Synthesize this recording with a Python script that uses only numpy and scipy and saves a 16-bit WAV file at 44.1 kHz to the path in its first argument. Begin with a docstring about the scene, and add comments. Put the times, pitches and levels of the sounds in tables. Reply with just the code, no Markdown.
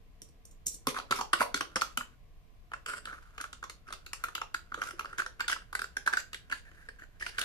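"""In a small, hard, quiet kitchen a toothpick pricks the taut foil seal of a glass jar: dry, high ticks.
From 0.85 s it punches through. Each snap cracks the foil, rings the air trapped under it and thumps
the seal like a drum skin. After a pause, from 2.7 s, the pick tears along the rim and peels the slack
seal back with snaps, rasps and faint crinkling, while the air's ring drifts upward in pitch.
Two spaced microphone ports hear the jar and the room's answer from close by."""
import sys
import numpy as np
from scipy import signal
from scipy.fft import rfft, irfft, next_fast_len
from scipy.io import wavfile
from scipy.ndimage import uniform_filter1d

SR = 44100
rng = np.random.default_rng(int(sys.argv[2]) if len(sys.argv) > 2 else 0)


def generate_wav(sig):
    """Save sig (samples, or channels by samples) to the path in sys.argv[1] as 16-bit PCM at SR."""
    pcm = np.round(np.clip(np.atleast_2d(sig).T, -1, 1) * 32767).astype(np.int16)
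    wavfile.write(sys.argv[1], SR, pcm)


N = 328104

# Resonances of the foil. Each row: frequency in Hz, bandwidth in Hz, relative gain in dB.
FOIL_MODES = [(2135, 560, -3.5), (2870, 320, 1), (3340, 960, -5.5), (4810, 520, -2), (5480, 1190, -6),
              (7270, 1450, -3), (8210, 1380, -4), (11000, 2900, -9)]


def amp(db):
    return 10 ** (np.asarray(db) / 20)


def unit_rms(x):
    return x / np.sqrt(np.mean(x ** 2) + 1e-20)


def unit_peak(rows):
    return rows / np.abs(rows).max(axis=-1, keepdims=True)


def along(points, hz):
    """Interpolate (Hz, value) points on a logarithmic frequency axis."""
    f, values = np.transpose(points)
    return np.interp(np.log(hz + 1), np.log(f + 1), values)


def filtered(x, response):
    """Linear filtering: the spectrum of x is multiplied by a frequency response."""
    n = x.shape[-1]
    padded = next_fast_len(n + 8192)
    return irfft(rfft(x, padded) * response(np.fft.rfftfreq(padded, 1 / SR)), padded)[..., :n]


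def resonance(f, hz, width):
    """Frequency response of a damped oscillator."""
    return 1j * f * width / (hz * hz - f * f + 1j * f * width)


def body(modes):
    """Modal superposition: parallel resonances add with alternating sign."""
    return lambda f: sum((-1) ** k * amp(db) * resonance(f, hz, width)
                         for k, (hz, width, db) in enumerate(modes))


def lay(times, rows):
    """Superposition: each row joins one track at its start time."""
    at = np.round(times * SR).astype(int)[:, None] + np.arange(rows.shape[-1])
    return np.bincount(at.ravel(), rows.ravel(), N + rows.shape[-1])[:N]


def noise_pair(shape, correlation):
    """Partial coherence: the two ports face different parts of the foil."""
    common, opposed = rng.standard_normal((2, *shape))
    angle = np.arccos(np.clip(correlation, 0, 1)) / 2
    mid, side = np.cos(angle) * common, np.sin(angle) * opposed
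    return np.array([mid + side, mid - side])


def steady_noise(spectrum):
    """Steady noise at spaced ports is more coherent at long wavelengths."""
    # Likeness of left and right. Each row: frequency in Hz, correlation.
    coherence = [(60, 0.27), (240, 1), (950, 0.093), (3770, -0.044), (15000, -0.1)]

    def response(hz):
        angle = np.arccos(np.clip(along(coherence, hz), -1, 1)) / 2
        return amp(along(spectrum, hz)) * [np.cos(angle), np.sin(angle)]
    mid, side = filtered(rng.standard_normal((2, N)), response)
    return unit_rms(np.array([mid + side, mid - side]))


def hush():
    """The noise floor: independent steady noises add in power."""
    # Room and microphone noise. Each row: frequency in Hz, relative spectral density in dB.
    hiss = [(150, -40), (250, -28.5), (409, -35), (445, -23.5), (511, -35.5), (713, -27.5), (889, -40.5),
            (1020, -27.5), (1350, -38), (2160, -32.5), (5000, -38.5), (9110, -44), (13800, -37.5),
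            (15000, -75)]
    # Rumble of the building, with the same columns.
    rumble = [(12, -25), (20, 0), (35, -7), (50, -7), (100, -18), (180, -21), (300, -50)]
    return amp(-76) * steady_noise(hiss) + amp(-72) * steady_noise(rumble)


def rip(scale_s):
    """Transient excitation: the force of a rip swells, peaks at 1.2 time scales and dies away."""
    age = np.arange(SR // 10) / SR / np.clip(scale_s, .0004, .05)
    return age ** 1.8 * np.exp(-1.5 * age)


def pricks():
    """Impulse response of the closed seal: high modes, a dry tick and a dull bump, but no air ring."""
    # Each row: start in seconds, peak level in dB, drum level in dB, rip time scale in seconds,
    # ring over tick in dB.
    taps = [(0.218, -34, -62, 0.0014, -3), (0.287, -55, -75, 0.0023, 0), (0.452, -41, -71.5, 0.0019, 2.5),
            (0.51, -50, -77, 0.0031, 3.5), (0.659, -35, -68.5, 0.0037, 7), (0.6659, -16, -61, 0.0019, 8),
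            (0.681, -24.5, -67, 0.0018, 2.5), (0.715, -39, -72, 0.011, 7),
            (0.7413, -35.5, -64.5, 0.0043, 3.5)]
    # Modes of the unbroken seal. Each row: frequency in Hz, bandwidth in Hz, relative gain in dB.
    taut_modes = [(5710, 350, -4.5), (7220, 290, 0.5), (8450, 430, -6.5), (9930, 970, -8.5),
                  (12270, 3500, -16.5)]
    start, db, drum_db, rip_s, ring_db = np.transpose(taps)[:, :, None]
    noise = noise_pair((len(start), SR // 10), correlation=0.91)
    ring = filtered(rip(rip_s) * noise, lambda f: body(taut_modes)(f) * resonance(f, 9800, 12100))
    tick = filtered(rip(0.42 * rip_s) * noise,
                    lambda f: resonance(f, 8000, 8200) * resonance(f, 7100, 17000))
    treble = amp(db) * unit_peak(amp(ring_db) * unit_peak(ring) + unit_peak(tick))
    return np.array([lay(start[:, 0], amp(drum_db) * drum(start) + side) for side in treble])


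def drum(start):
    """Membrane vibration: low modes decay after each push; a torn, slack seal loses the deepest."""
    # Each row: mean frequency in Hz, relative level in dB, time to fall 60 dB in seconds.
    membrane_modes = [(150, -3, .08), (220, -2, .07), (290, 0, .06), (390, 0, .05), (520, -3, .04)]
    torn_s, attack_s = 2.7, .002
    t = np.arange(SR // 10) / SR
    shape = (len(start), len(membrane_modes))
    strength = amp(rng.normal(0, 3, shape))
    detune = 1 + .12 * rng.standard_normal(shape)
    swing = sum(strength[:, [k]] * amp(db - 60 * t / t60) * np.sin(2 * np.pi * hz * detune[:, [k]] * t)
                for k, (hz, db, t60) in enumerate(membrane_modes))
    swing *= 1 - np.exp(-t / attack_s)
    low_cut_hz = np.where(start < torn_s, 120, 300)
    return unit_peak(filtered(swing, lambda f: (1j * f / (low_cut_hz + 1j * f)) ** 4))


def grit(shape):
    """Stick-slip friction: dense micro-rips of very uneven size come in clumps of a few milliseconds."""
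    clumps = unit_rms(uniform_filter1d(rng.standard_normal(shape), size=120, axis=-1))
    slips = unit_rms(uniform_filter1d(rng.standard_normal(shape), size=900, axis=-1))
    return amp(2.5 * clumps + 2.95 * slips + 2.47 * rng.exponential(size=shape))


def trapped_air(hz):
    """Cavity resonance: the air under the seal has one steep-sided, quickly damped peak."""
    return lambda f: resonance(f, hz, 189) * resonance(f, hz, 1800) ** 2


def crinkling():
    """Forced resonance: micro-rips drive the foil and the air, whose pitch follows the opening's size."""
    # Two spells of working the foil. Each row of a spell: time in seconds, air ring level in dB.
    spells = [
        [(0.85, -77), (1.3, -69), (1.7, -68), (2.15, -76)],
        [(2.7, -82), (3.0, -69.5), (3.4, -69.5), (3.85, -85), (4.2, -66.5), (4.6, -78), (5.0, -68), (5.3, -70),
         (5.7, -77), (6.1, -72), (6.35, -75), (6.6, -78), (6.8, -71.5), (7.1, -82.5), (7.44, -54)],
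    ]
    # Pitch of the air under the seal. Each row: time in seconds, frequency in Hz.
    air_pitch = [(0.85, 1300), (2.15, 1442), (3.8, 1363), (5.0, 1480), (6.0, 1557), (7.44, 1660)]
    times, ring_db = np.concatenate(spells).T
    t = np.arange(N) / SR
    working = sum((t > spell[0][0]) & (t < spell[-1][0]) for spell in spells)
    force = grit(N)
    hz, frame_s, spectra = signal.stft(force * rng.standard_normal(N), SR, nperseg=512)
    ring_hz = np.interp(frame_s, *np.transpose(air_pitch))
    ring = signal.istft(spectra * trapped_air(ring_hz)(hz[:, None]), SR, nperseg=512)[1][:N]
    crackle = filtered(force * noise_pair((N,), correlation=0.29), body(FOIL_MODES))
    return working * amp(np.interp(t, times, ring_db)) * (unit_rms(ring) + amp(-5.5) * unit_rms(crackle))


def creased_foil(count):
    """Modal scatter: each crease excites the foil's modes at new strengths and slightly new pitches."""
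    shape = (count, len(FOIL_MODES))
    scatter_db = rng.normal(0, 2.5, shape)
    detune = 1 + .04 * rng.standard_normal(shape)
    return body([(hz * detune[:, [k]], width, db + scatter_db[:, [k]])
                 for k, (hz, width, db) in enumerate(FOIL_MODES)])


def snaps():
    """Impulsive excitation: a rip of a few milliseconds drives the air, the foil and the drum modes."""
    # Each row: start in seconds, air ring peak in dB, ring pitch in Hz, crack peak in dB.
    fractures = [(0.87, -27.5, 1136, -18), (0.963, -31.5, 1480, -55), (0.987, -34, 956, -32.5),
                 (0.998, -37, 1420, -39), (1.109, -29, 1370, -23), (1.122, -23, 1340, -27.5),
                 (1.21, -27, 1100, -29), (1.331, -19.5, 1420, -19), (1.389, -48, 1470, -36.5),
                 (1.405, -22, 1430, -54), (1.413, -25, 1000, -33), (1.543, -25, 1414, -20.5),
                 (1.608, -27.5, 1243, -25.5), (1.758, -27, 1600, -22), (1.763, -29, 1210, -26.5),
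                 (1.812, -43, 990, -24), (1.818, -21.5, 1336, -21), (1.973, -28, 1380, -19.5),
                 (2.008, -31.5, 1434, -48), (2.717, -39, 1310, -49), (2.735, -31.5, 1420, -40),
                 (2.861, -34, 1380, -31.5), (2.902, -45, 1550, -51), (2.935, -34, 1430, -40),
                 (3.054, -38.5, 1570, -33), (3.127, -41.5, 1470, -54), (3.379, -40.5, 1360, -37.5),
                 (3.401, -38, 1540, -48), (3.411, -39.5, 1390, -31), (3.44, -34, 1360, -37.5),
                 (3.529, -43.5, 1340, -36), (3.627, -36, 1400, -47), (3.639, -39, 1130, -39),
                 (3.697, -45, 1340, -32), (3.886, -44, 1410, -51), (3.925, -39, 1300, -32.5),
                 (3.934, -42, 1290, -36), (3.905, -47, 1210, -46), (4.063, -48, 1400, -38.5),
                 (4.132, -43, 1320, -24), (4.238, -28, 1400, -28), (4.283, -38, 1420, -44),
                 (4.351, -34.5, 1300, -26.5), (4.378, -35.5, 1380, -51), (4.415, -31, 1260, -33),
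                 (4.543, -25.5, 1440, -30), (4.719, -34, 1430, -57), (4.742, -30, 1430, -37.5),
                 (4.816, -26, 1420, -33), (4.836, -38, 1270, -37), (4.886, -38.5, 1380, -42),
                 (4.908, -41, 1350, -36), (4.993, -31.5, 1340, -32), (5.007, -38, 1240, -42),
                 (5.045, -38.5, 1240, -48), (5.055, -36.5, 1440, -43), (5.128, -39, 1420, -50),
                 (5.182, -41, 1440, -33.5), (5.197, -25.5, 1530, -38), (5.219, -30, 1490, -38.5),
                 (5.262, -32, 1490, -35), (5.395, -37.5, 1430, -41), (5.405, -25.5, 1510, -27.5),
                 (5.442, -40, 1760, -58), (5.48, -28.5, 1480, -23), (5.496, -26.5, 1360, -36.5),
                 (5.522, -29, 1680, -58), (5.528, -27.5, 1630, -27.5), (5.561, -39.5, 1360, -67),
                 (5.728, -36.5, 1340, -37), (5.751, -26, 1470, -27), (5.792, -33, 1460, -32),
                 (5.817, -28.5, 1535, -33), (5.84, -33, 1480, -36), (5.968, -26, 1576, -29),
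                 (6.074, -18.5, 1535, -29), (6.127, -33, 1620, -37), (6.134, -22, 1486, -40),
                 (6.17, -22, 1534, -27.5), (6.331, -44, 1380, -31.5), (6.344, -38.5, 1600, -29),
                 (6.498, -45, 1480, -43), (6.513, -40, 1500, -36), (6.523, -25.5, 1606, -32),
                 (6.714, -55.5, 1570, -56), (6.887, -39.5, 1620, -46), (7.02, -44, 1700, -67),
                 (7.209, -40.5, 1750, -58.5), (7.223, -30.5, 1810, -41), (7.263, -34, 1510, -30.5),
                 (7.382, -26, 1480, -28), (7.392, -41, 1410, -26), (7.414, -37, 1510, -23)]
    start, ring_db, ring_hz, crack_db = np.transpose(fractures)[:, :, None]
    scatter = rng.standard_normal((len(start), 2))
    rip_s = 0.0023 * np.exp(0.13 * scatter[:, :1])
    crack_hz = 4640 * np.exp(0.42 * scatter[:, 1:])
    shape = (len(start), SR // 10)
    ring = filtered(rip(rip_s) * rng.standard_normal(shape), trapped_air(ring_hz))
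    # the crack is one sharp break, 1 ms into the longer rip
    sharp_break = amp(-7) * np.roll(rip(.12 * rip_s), shift=SR // 1000, axis=1)
    force = (rip(rip_s) + sharp_break) * noise_pair(shape, correlation=0.47)
    foil = creased_foil(len(start))
    crack = filtered(force, lambda f: foil(f) * (.9 + resonance(f, crack_hz, .45 * crack_hz)))
    knock = amp(-53 + 0.31 * ring_db) * drum(start)  # grows more slowly than the ring
    low = amp(ring_db) * unit_peak(ring) + knock
    return np.array([lay(start[:, 0] - .001, low + amp(crack_db) * unit_peak(side)) for side in crack])


def thumps():
    """Free vibration: a hard push, as when the pick breaks through, sets the whole seal swinging."""
    # Each row: start in seconds, drum level in dB.
    pushes = [(0.872, -38), (1.108, -41.5), (1.192, -54), (1.332, -46), (1.403, -45), (1.543, -46.5),
              (1.608, -50), (1.758, -44), (1.975, -52), (4.776, -52), (4.935, -56.5)]
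    start, db = np.transpose(pushes)[:, :, None]
    return lay(start[:, 0], amp(db) * drum(start))


def scrapes():
    """Friction noise: the pick drags through a hole or along the rim with a hollow, weakening rasp."""
    # Each row: start in seconds, length in seconds, air ring in dB, ring pitch in Hz, crackle in dB.
    drags = [(0.878, 0.03, -46, 1190, -37.5), (0.939, 0.047, -42.5, 1170, -43.5),
             (1.136, 0.044, -51, 1310, -44.5), (1.183, 0.024, -39, 1110, -47.5),
             (1.395, 0.035, -45.5, 1280, -38), (1.551, 0.029, -47, 1480, -44),
             (1.845, 0.085, -69, 1300, -64), (2.87, 0.12, -47, 1420, -47.5),
             (3.067, 0.12, -49.5, 1390, -61), (3.44, 0.023, -59, 1400, -71),
             (3.864, 0.073, -59.5, 1360, -65), (4.772, 0.059, -49, 1340, -55.5),
             (4.817, 0.085, -54, 1410, -54), (5.059, 0.092, -58, 1390, -70),
             (5.176, 0.029, -42.5, 1410, -46), (5.489, 0.051, -51, 1520, -42),
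             (5.536, 0.09, -57, 1520, -67), (6.059, 0.0065, -40, 1600, -42),
             (6.13, 0.0076, -39, 1540, -37.5), (6.167, 0.04, -58, 1470, -45),
             (6.534, 0.065, -64, 1540, -55), (6.647, 0.045, -62.5, 1700, -72),
             (6.77, 0.14, -65.5, 1650, -73.5), (6.985, 0.055, -62, 1550, -68),
             (7.196, 0.1, -56.5, 1880, -50), (7.38, 0.075, -43, 1510, -49.5)]
    grip_s, release_s, fade_db_per_s = 0.006, 0.0068, 57
    start, length, ring_db, ring_hz, crackle_db = np.transpose(drags)[:, :, None]
    t = np.arange(SR // 3) / SR
    contact = np.clip(t / grip_s, 0, 1) * np.clip((length - t) / release_s + 1, 0, 1)
    envelope = contact * amp(-fade_db_per_s * t)
    stroke = lambda rows, db: amp(db) * envelope * rows / np.std(rows, axis=-1, keepdims=True)
    force = grit((len(start), len(t)))
    ring = filtered(force * rng.standard_normal(force.shape),
                    lambda f: trapped_air(ring_hz)(f) + 0.09 * resonance(f, 606, 530))
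    crackle = filtered(force * noise_pair(force.shape, correlation=0.187), creased_foil(len(start)))
    return np.array([lay(start[:, 0], stroke(ring, ring_db) + stroke(side, crackle_db))
                     for side in crackle])


def kitchen(direct):
    """Reverberation: each frequency dies at its own rate; the echo pattern shifts as the hands move."""
    # Each row: frequency in Hz, time to fall 60 dB in seconds.
    decay_times = [(200, 0.61), (600, 0.28), (1400, 0.21), (3700, 0.25), (10000, 0.19)]
    # The room's answer, weak in the bass. Each row: frequency in Hz, gain in dB.
    room_gain = [(200, -16.5), (600, 0.5), (1400, -11.5), (4000, -3.5), (12000, -5)]
    echoes = np.zeros((2, N + SR))
    block, delay = SR // 4, 180  # samples
    for start in range(0, N, block):
        hz, t, spectra = signal.stft(rng.standard_normal((2, SR // 3)), SR, nperseg=256)
        decay = amp(-60 * t / along(decay_times, hz)[:, None])
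        tail = signal.istft(spectra * decay, SR, nperseg=256)[1]
        wet = signal.fftconvolve(direct[:, start:start + block], tail / np.linalg.norm(tail[0]), axes=1)
        echoes[:, start + delay:start + delay + wet.shape[1]] += wet
    return filtered(echoes[:, :N], lambda hz: amp(along(room_gain, hz)))


def spaced_ports(hz):
    """Time and level differences between the ports: the left one hears the jar first."""
    # Each row: frequency in Hz, left minus right level in dB.
    balance = [(200, -1), (550, 1), (1400, -3), (2800, 0), (5500, -2), (10000, 0), (14000, -3)]
    # Each row: frequency in Hz, lead of the left port in seconds.
    lead = [(300, 0.00012), (1400, 0.00016), (3000, 0.000206)]
    return [amp(side * along(balance, hz) / 2) * np.exp(1j * np.pi * side * hz * along(lead, hz))
            for side in (1, -1)]


def scene():
    """Direct and reverberant sound add at the two ports, over the noise floor."""
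    direct = pricks() + snaps() + thumps() + scrapes() + crinkling()
    return filtered(direct + kitchen(direct), spaced_ports) + hush()


def record(dry):
    """Frequency response of the microphone: lifted bass slopes down to the treble and a band limit."""
    # Each row: frequency in Hz, gain in dB.
    mic_gain = [(100, 16), (13500, -1), (14300, 4.5), (14800, -25.5), (15600, -47.5)]
    limit_hz = 15665
    return filtered(dry, lambda hz: amp(along(mic_gain, hz)) * (hz < limit_hz))


dry = scene()
out = record(dry)
generate_wav(out)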